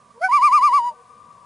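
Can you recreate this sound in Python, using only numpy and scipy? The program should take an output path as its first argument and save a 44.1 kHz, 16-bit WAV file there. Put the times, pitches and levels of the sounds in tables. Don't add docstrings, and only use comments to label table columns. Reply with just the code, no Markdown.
import sys
import numpy as np
from scipy import signal
from scipy.fft import rfft, irfft
from scipy.io import wavfile
from scipy.ndimage import uniform_filter1d, map_coordinates

SR = 44100
rng = np.random.default_rng(int(sys.argv[2]) if len(sys.argv) > 2 else 0)


def volts(x):
    e = np.asarray(x, float) / 20
    return 10 ** e


def int16_out(signal):
    q = np.round(np.clip(np.atleast_2d(signal).T, -1, 1) * 32767)
    wavfile.write(sys.argv[1], SR, q.astype(np.int16))


N = 63945


def rms_one(x):
    return x / np.sqrt(np.mean(x ** 2) + 1e-20)


def in_time(rows):
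    s, *columns = np.transpose(rows)
    t = np.arange(N) / SR
    return [uniform_filter1d(np.interp(t, s, c), size=300) for c in columns]


def at_hz(points, hz):
    table_hz, values = np.array(points)[:, 0], np.array(points)[:, 1]
    return np.interp(np.log(hz), np.log(table_hz), values)


def drift(rate_hz):
    r = np.exp(-2 * np.pi * rate_hz / SR)
    wander = signal.lfilter([1], [1, -2 * r, r * r], rng.standard_normal(2 * N))
    return rms_one(wander[N:])


def bump(centre_s, length_s, power):
    place = np.clip((np.arange(N) / SR - centre_s) / length_s, -.5, .5)
    return np.cos(np.pi * place).clip(0) ** power


def pan(db):
    return volts(db * np.array([[.5], [-.5]]))


def blend(mid, side, alike):
    return np.sqrt(1 + alike) * mid + np.sqrt(1 - alike) * side * [[1], [-1]]


def coloured(spectrum):
    # frequency in Hz, likeness of left and right (1 is identical).
    likeness = [(30, .6), (100, .75), (300, 0.95), (1000, 0.82), (10000, 0.94)]
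    hz = np.fft.rfftfreq(N, 1 / SR) + 1
    mid, side = rfft(rng.standard_normal((2, N)))
    inside = (hz > spectrum[0][0]) * (hz < spectrum[-1][0])
    gain = volts(at_hz(spectrum, hz)) * inside
    return rms_one(irfft(gain * blend(mid, side, at_hz(likeness, hz)), N))


def lake_air():
    # frequency in Hz, level in dB per Hz.
    rumble = [(22, -16), (50, -14), (120, -4.5), (230, -1.5), (320, -16), (480, -7), (800, -10)]
    # frequency in Hz, level in dB per Hz.
    fine_hiss = [(700, -3.2), (1500, -2), (2500, -7), (3500, -9), (6000, -10.5), (11300, -9.5)]
    return volts(-58.5 + 2.1 * drift(1)) * coloured(rumble) + volts(-62.5) * coloured(fine_hiss)


def far_hum():
    centre_hz, width_hz = 478.8, 31
    edges = [centre_hz - width_hz / 2, centre_hz + width_hz / 2]
    band = signal.butter(2, edges, "band", fs=SR, output="sos")
    hum = rms_one(signal.sosfilt(band, rng.standard_normal(N)))
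    return volts(-58.5) * bump(0.85, 0.93, 1.0) * hum


def shore(bird):
    # delay in seconds, level in dB.
    tree_returns = [(.015, -83), (.2, -87), (0.481, -84.5), (.54, -73), (.8, -77.5), (.95, -86.5),
                    (1.2, -89)]
    cut_hz, pan_db, alike = 1460, 7.5, 0.83
    earlier_s, earlier_db, earlier_pan_db = 1.2, -6.5, -9
    s, db = np.transpose(tree_returns)
    t = np.arange(2 * N) / SR
    late = db[-1] + (t - s[-1]) * (db[-1] - db[-2]) / (s[-1] - s[-2])
    shape = volts(np.where(t < s[-1], np.interp(t, s, db, left=-np.inf), late))
    mid, side = rng.standard_normal((2, 2 * N)) * shape
    response = blend(mid, side, alike) / np.sqrt(2)
    response = signal.sosfilt(signal.butter(2, cut_hz, fs=SR, output="sos"), response)
    echo = signal.fftconvolve(bird[None], response, axes=1)
    skip = int(earlier_s * SR)
    earlier = echo[:, skip:skip + N] * volts(earlier_db) * pan(earlier_pan_db)
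    return echo[:, :N] * pan(pan_db) + earlier


def voice(hz, db, rows, orders, full_db, turn=0):
    # frequency in Hz, gain in dB.
    throat = [(930, 19.5), (1300, -8), (1520, 1.5), (2050, -2), (2300, -1.5), (3950, 0.5), (4620, 3.5),
              (4830, -12)]
    # frequency in Hz, level in dB per Hz.
    rasp_colour = [(100, -6), (1500, -4), (2600, 1.7), (3700, -13), (4600, 0.5), (6500, -3), (7700, -19.5),
                   (11200, 4)]
    jitter_hz, shimmer_db, breath_db = 2.7, 0.39, -40
    rasp_db, rasp_growth, rasp_pulse = -48, 0.9, 0.85
    flutter_db, fade_db_per_s, lag_s = 1.45, -12, 0.0015
    t = np.arange(N) / SR
    start_s, end_s = rows[0][0], rows[-1][0]
    on = (t > start_s) & (t < end_s)
    phase = 2 * np.pi * np.cumsum(hz + jitter_hz * drift(48)) / SR
    wobble_db = shimmer_db + 2 * bump(.175, .07, 1)
    db = db + wobble_db * drift(62)
    tone = volts(db) * np.sin(phase) * (1 + volts(breath_db) * drift(990))
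    fade_db = fade_db_per_s * (t - (start_s + end_s) / 2)
    effort_db = np.interp(t - lag_s, t, db) - full_db
    for k, level_db, growth in orders:
        overtone_db = full_db + level_db + growth * effort_db + at_hz(throat, k * hz)
        overtone_db = overtone_db + flutter_db * drift(28) + fade_db / (k - 1)
        tone = tone + volts(overtone_db) * np.cos(k * phase + turn)
    pulsing = 1 + rasp_pulse * np.sin(phase)
    rasp = volts(rasp_db + rasp_growth * (db - full_db)) * pulsing * coloured(rasp_colour)[0]
    return on * (np.sqrt(2) * tone + rasp)


def call():
    # time in seconds, pitch in Hz, level in dB.
    low_note = [
        (.142, 440, -67),
        (0.154, 453.6, -53.5),
        (.192, 489, -47),
        (0.204, 602.8, -53.5),
        (.215, 648, -26),
        (0.236, 736.3, -21),
        (.252, 763.6, -19.5),
        (.277, 749, -26),
        (0.293, 740, -49.5),
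    ]
    # time in seconds, pitch in Hz, level in dB.
    high_note = [
        (.281, 996.6, -50.5),
        (0.29, 978.7, -20.5),
        (0.309, 956.6, -21),
        (0.598, 974.6, -20),
        (.8, 945, -20.5),
        (.818, 932.4, -24.5),
        (.875, 982, -20),
        (.893, 954, -22),
        (0.939, 875, -57.5),
    ]
    # centre in seconds, length in seconds, pitch rise in Hz, swell in dB.
    quavers = [
        (0.352, .1, 222.5, 8.5),
        (.453, .1, 239.1, 10),
        (.553, .1, 239.9, 9.5),
        (0.654, .1, 232.5, 9),
        (.759, 0.094, 214, 8),
    ]
    # multiple of the pitch, level in dB at full effort, growth in dB per dB of effort.
    low_orders = [(2, 2.5, 1.84), (3, -9, 3), (4, -48.5, 1.8), (5, -54.5, 3), (6, -33.5, 1.5),
                  (7, -13.5, 3.5), (8, -26, 4.5), (12, -23, 3)]
    high_orders = [(2, -18, 2), (3, -45, 0.43), (4, -32.5, 1.77), (5, -28.5, 1.52), (6, -32.5, 1.5),
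                   (7, -28, 3.4), (8, -46, 1.5), (9, -28.5, 1.5)]
    # time in seconds, left minus right in dB.
    bearing = [
        (.25, -0.5),
        (.335, -3),
        (.41, 0.9),
        (.55, 1),
        (.7, 1.34),
        (.86, 0.95),
    ]
    flat_top = 1.2
    hz, db = in_time(high_note)
    pan_db, = in_time(bearing)
    for s, length_s, rise_hz, swell_db in quavers:
        hz = hz + rise_hz * np.tanh(flat_top * bump(s, length_s, 2.0)) / np.tanh(flat_top)
        db = db + swell_db * np.tanh(flat_top * bump(s, length_s, 1.365)) / np.tanh(flat_top)
    low = voice(*in_time(low_note), low_note, low_orders, -19.5)
    high = voice(hz, db, high_note, high_orders, -10.5, turn=-0.76)
    gulp = volts(-44) * bump(.922, .045, 1.7) * np.sin(2 * np.pi * 610 * np.arange(N) / SR)
    return low + high + gulp, pan_db


def scene():
    bird, pan_db = call()
    return bird * pan(pan_db) + shore(bird) + far_hum() + lake_air()


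def smear_detail(x):
    # frequency in Hz, share of random smear.
    smear = [(500, .01), (1500, 0.074), (2200, 0.14), (2900, 0.47), (4400, 0.35), (11000, 0.23)]
    # frequency in Hz, level in dB.
    side_gate = [(30, -98), (400, -83.5), (1000, -79.5), (2600, -72), (11000, -74.5)]
    hole_db, hole_depth_db = -63, -16
    side_share = 0.33
    hz, _, (mid, side) = signal.stft([x[0] + x[1], x[0] - x[1]], SR, "cosine", 2048)
    real, imag = rng.standard_normal((2, *mid.shape))
    share = at_hz(smear, hz + 1)[:, None]
    mid = mid * (1 + share * (real + 1j * imag)) / np.sqrt(1 + 2 * share ** 2)
    weak = uniform_filter1d(abs(mid), size=11, axis=0) < volts(hole_db) * abs(mid).max(axis=0)
    mid = mid * np.where(weak, volts(hole_depth_db), 1)
    side = side * (1 + side_share * (imag + 1j * real)) / np.sqrt(1 + 2 * side_share ** 2)
    gate = volts(at_hz(side_gate, hz + 1))[:, None]
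    side = side * (uniform_filter1d(abs(side), size=5, axis=0) > gate)
    mid, side = signal.istft([mid, side], SR, "cosine", 2048)[1][:, :N]
    return np.array([mid + side, mid - side]) / 2


def band_limit(x):
    return signal.sosfilt(signal.butter(12, 11370, fs=SR, output="sos"), x)


def record(dry):
    recorder_hz = 48000
    nearest = np.round(np.arange(N) * recorder_hz / SR) * SR / recorder_hz
    x = np.array([map_coordinates(c, [nearest], order=5, mode="nearest") for c in dry])
    top_cut = signal.cheby2(14, 60, 11500, fs=SR, output="sos")
    x = signal.sosfilt(top_cut, smear_detail(x))
    return band_limit(x)


dry = scene()
out = record(dry)
int16_out(out)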